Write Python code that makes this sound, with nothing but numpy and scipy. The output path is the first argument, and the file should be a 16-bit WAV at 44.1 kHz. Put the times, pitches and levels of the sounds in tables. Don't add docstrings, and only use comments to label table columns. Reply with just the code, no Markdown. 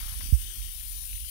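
import sys
import numpy as np
from scipy import signal
from scipy.fft import rfft, irfft
from scipy.io import wavfile
from scipy.ndimage import uniform_filter1d

SR = 44100
rng = np.random.default_rng(int(sys.argv[2]) if len(sys.argv) > 2 else 0)


def nominal_scale(level):
    x = np.asarray(level, float) / 20
    return 10 ** x


def digitize_waveform(pressure):
    field = np.atleast_2d(pressure).T
    bounded = np.clip(field, -1, 1)
    quanta = np.round(bounded * 32767).astype(np.int16)
    wavfile.write(sys.argv[1], SR, quanta)


N = 57330
T = np.arange(N) / SR
BIN_HZ = np.arange(N // 2 + 1) * SR / N

# (time [s], level [dB])
JET_LEVEL = [(0.0, -37), (0.05, -38.5), (0.242, -38), (0.38, -41), (0.398, -38.5), (0.672, -40),
             (0.782, -42), (1.296, -41), (1.3, -43)]
# (frequency [Hz], density [dB per Hz])
JET_SPECTRUM = [(500, -33.5), (1000, -27.5), (2000, -12), (3000, -5), (8000, -7.5), (8350, -3.5),
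                (12000, -1.5), (15800, -3)]
# (time [s], pose [0 near pots, 1 turning, 2 far pots])
SWING_POSE = [(0, 0.21), (.2, 0.41), (.34, 0.98), (.66, 1.04), (.76, 1.82), (1., 2.6), (1.3, 1.56)]
# (centre [Hz], width [Hz], gain near [dB], gain turning [dB], gain far [dB])
HAND_RESONANCES = [(1330, 430, 3, 1.5, -2.5), (2620, 210, -5, -0.3, 1), (3185, 325, 1.5, 4.5, 0.5),
                   (4070, 160, 4, -10, 4), (4930, 450, 2, -1.5, 0.5), (5860, 275, 2, 4, 3),
                   (7160, 330, -11, -8, 3.7), (6620, 150, 2.5, 0.7, -6), (8750, 440, -3, 4.5, 3),
                   (10170, 1090, 7, 2.3, 9.5), (11700, 350, 0.2, 0, -1.5), (13040, 360, -7, -4.5, 4),
                   (13700, 350, 4.5, 3, 6), (14800, 210, -10, -7, 7)]
# (time [s], level [dB])
LANDING_LEVEL = [(0, -55), (.07, -54.5), (.135, -56.5), (.17, -65.5), (.2, -64), (.215, -56), (.25, -63.5),
                 (.4, -74), (.5, -72), (.56, -70), (.95, -69.5), (1.02, -68), (1.08, -71), (1.3, -90)]
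# (frequency [Hz], density [dB per Hz])
YARD_SPECTRUM = [(25, -32), (55, -6), (100, 1), (160, -11.5), (300, -2.5), (500, -10.5), (900, -26),
                 (2000, -42)]
# (time [s], level [dB])
GRIP_LEVEL = [(0, -31.5), (.08, -33.5), (.2, -32), (.3, -32), (.39, -30.5), (.5, -37.5), (.535, -42),
              (.57, -33), (.64, -31.5), (.69, -35.5), (.72, -42.5), (.76, -38.5), (1., -37.5), (1.1, -41),
              (1.155, -30), (1.195, -42.5), (1.23, -35), (1.3, -43)]
# (frequency [Hz], density [dB per Hz])
TREMOR_SPECTRUM = [(18, -41), (35, 1.5), (52, 5), (68, -0.5), (100, -17.5), (160, -29), (300, -47),
                   (600, -66)]
# (frequency [Hz], density [dB per Hz])
SELF_SPECTRUM = [(300, 18.5), (1000, -1), (3000, -1), (8000, -13), (11000, -9), (16000, -26)]
# (time [s], peak [dB], polarity [+1 or -1])
FINGER_SLIPS = [
    (0.057, -38, 1),
    (0.11, -63, 1),
    (0.197, -32.5, 1),
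    (.234, -33, -1),
    (0.258, -32.5, 1),
    (.289, -34, -1),
    (0.408, -44, 1),
    (0.569, -45, 1),
    (0.701, -50, 1),
]
# (time [s], peak [dB], pitch [Hz], share of dull knock [ratio])
FAT_DROPS = [(0.091, -42, 1820, 0.39), (.125, -46, 1485, 0.32), (.2085, -32, 1950, 0.4),
             (.232, -47.5, 1460, 0.55), (.419, -42, 2310, 0.15), (0.456, -41, 2520, 0.23),
             (0.504, -43, 1700, 0.17), (0.618, -39, 2280, 0.049), (1.025, -52.5, 1010, 0.13),
             (1.038, -45, 2220, .3), (1.13, -32, 2580, 0.069), (1.156, -42, 2200, 0.077),
             (1.178, -41, 2280, 0.086), (1.246, -46.5, 1620, 0.081), (1.29, -48, 2070, 0.16)]


def rms_one(x):
    return x / np.sqrt(np.mean(x ** 2) + 1e-20)


def line(rows, at):
    x, y = np.transpose(np.array(rows, float))
    return np.interp(at, x, y)


def coloured(spectrum):
    hz = BIN_HZ + 1
    at, db = np.transpose(spectrum)
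    inside = (hz > at[0] / 2) & (hz < at[-1] * 2)
    gain = nominal_scale(np.interp(np.log(hz), np.log(at), db))
    return rms_one(irfft(rfft(rng.standard_normal(N)) * inside * gain, N))


def band(hz, width_hz):
    envelope = np.exp(-((BIN_HZ - hz) / width_hz) ** 2)
    return rms_one(irfft(rfft(rng.standard_normal(N)) * envelope, N))


def ring(clicks, hz, t60):
    radius = nominal_scale(-60 / (t60 * SR))
    angle = 2 * np.pi * hz / SR
    feedback = [1, -2 * radius * np.cos(angle), radius * radius]
    return signal.lfilter([0, np.sin(angle)], feedback, clicks + 1e-18)


def grains(per_s, spread_db):
    sizes = nominal_scale(spread_db * np.minimum(rng.exponential(1, N), 5)) * rng.choice([-1, 1], N)
    return sizes * (rng.random(N) < per_s / SR)


def blur(x, width, axis):
    size = max(int(width), 1)
    once = uniform_filter1d(x, size, axis=axis)
    return uniform_filter1d(once, size, axis=axis)


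def jet():
    grain_share = 0.25
    bursts = rms_one(grains(per_s=9000, spread_db=2.5))
    raw = np.sqrt(grain_share) * bursts + np.sqrt(1 - grain_share) * rng.standard_normal(N)
    hz, s, z = signal.stft(raw, SR, nperseg=512, noverlap=384)
    at, db = np.transpose(JET_SPECTRUM)
    mean_db = np.interp(np.log(hz + 1), np.log(at), db, left=-60)
    gain_db = mean_db[:, None] + 0 * s
    swing = line(SWING_POSE, s)
    for centre, width, *pose_db in HAND_RESONANCES:
        peak = np.exp(-((hz[:, None] - centre) / width) ** 2)
        gain_db += peak * np.interp(swing, [0, 1, 2], pose_db)
    patch_hz, patch_s, patch_db, flutter_db = 180, 0.07, 2.2, 0.8
    patches = blur(rng.standard_normal(z.shape), patch_hz / hz[1], axis=0)
    patches = blur(patches, patch_s / s[1], axis=1)
    flutter = blur(rng.standard_normal(len(s)), 2.3, axis=0)
    gain_db += patch_db * rms_one(patches) + flutter_db * rms_one(flutter)
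    hiss = signal.istft(z * nominal_scale(gain_db), SR, nperseg=512, noverlap=384)[1][:N]
    return 2 * nominal_scale(line(JET_LEVEL, T)) * rms_one(hiss)


def patter():
    cycles = 4.1
    clicks = grains(per_s=2700, spread_db=3.5)
    dealt = rng.integers(0, 16, N)
    out = np.zeros(N)
    for k, hz in enumerate(np.geomspace(810, 2500, num=16)):
        out += ring(clicks * (dealt == k), hz, t60=cycles / hz * 2)
    ticks = np.diff(out, prepend=0)
    return 2 * nominal_scale(line(LANDING_LEVEL, T)) * rms_one(ticks)


def yard():
    start_db, fade_db_per_s = -70, -3
    return nominal_scale(start_db + fade_db_per_s * T) * coloured(YARD_SPECTRUM)


def tremor():
    even_s, evenness = 0.03, 0.75
    rumble = coloured(TREMOR_SPECTRUM)
    swell = np.sqrt(blur(rumble ** 2, even_s * SR, axis=0) + 0.02)
    return nominal_scale(line(GRIP_LEVEL, T)) * rms_one(rumble / swell ** evenness)


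def leak():
    level_db, fade_db, fade_s, fade_span_s = -68, -7, 0.87, 0.058
    away = 0.5 + 0.5 * np.tanh((T - fade_s) / fade_span_s)
    return nominal_scale(level_db + fade_db * away) * band(hz=13200, width_hz=1300)


def self_noise():
    return nominal_scale(-76.5) * coloured(SELF_SPECTRUM)


def slips():
    clicks = np.zeros(N)
    for s, db, polarity in FINGER_SLIPS:
        clicks[int(s * SR)] = polarity * nominal_scale(db)
    knocks = ring(clicks, hz=228, t60=0.017)
    return blur(knocks, 0.0011 * SR, axis=0)


def band_passed(burst, hz, width):
    edges = [hz * (1 - width / 2), hz * (1 + width / 2)]
    out = signal.sosfilt(signal.butter(2, edges, "band", fs=SR, output="sos"), burst)
    return out / np.abs(out).max()


def drops():
    splash_s, width, knock_ratio, tick_gain = 0.004, 0.3, 0.45, 12.0
    out = np.zeros(N)
    t = np.arange(2048) / SR
    for s, db, hz, knock in FAT_DROPS:
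        burst = rng.standard_normal(len(t)) * np.exp(-t / splash_s) + tick_gain * (t == 0)
        high = band_passed(burst, hz, width)
        low = band_passed(burst, hz * knock_ratio, 2 * width)
        i = int(s * SR)
        out[i:i + len(t)] += (nominal_scale(db) * (high + knock * low))[:N - i]
    return out


def pot():
    level_db, centre_s, span_s = -64.5, 0.49, 0.23
    swell = np.exp(-((T - centre_s) / span_s) ** 2)
    return nominal_scale(level_db) * swell * band(hz=363, width_hz=120)


def thump():
    start_s, rise_s, hold_s, stop_power = 0.3245, 0.0037, 0.033, 3.2
    rest_hz, glide_hz, glide_s = 59.5, 112, 0.0034
    t = np.maximum(T - start_s, 0)
    rise = np.sin(np.pi / 2 * np.minimum(t / rise_s, 1)) ** 2
    turns = rest_hz * t + glide_hz * glide_s * (1 - np.exp(-t / glide_s))
    shape = rise * np.exp(-(t / hold_s) ** stop_power)
    push = -nominal_scale(-7) * shape * np.sin(2 * np.pi * turns)
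    case_db, case_hz, case_t60_s = -18, 147.4, 0.08
    case = nominal_scale(case_db - 60 * t / case_t60_s) * rise * np.sin(2 * np.pi * case_hz * t)
    air = nominal_scale(-56) * coloured(SELF_SPECTRUM) * np.exp(-t / 0.012) * rise
    rattle = nominal_scale(-43.5) * band(hz=330, width_hz=236) * np.exp(-t / 0.013) * rise
    return push + case + air + rattle


def scene():
    left = jet() + patter() + yard() + drops() + pot()
    right = tremor() + leak() + self_noise() + slips() + thump()
    return np.array([left, right])


def roll_off(x):
    return signal.sosfilt(signal.butter(12, 17010, fs=SR, output="sos"), x)


def record(dry):
    cutoff_hz = 15760
    mix = irfft(rfft(dry) * (BIN_HZ < cutoff_hz), N)
    return roll_off(mix)


dry = scene()
out = record(dry)
digitize_waveform(out)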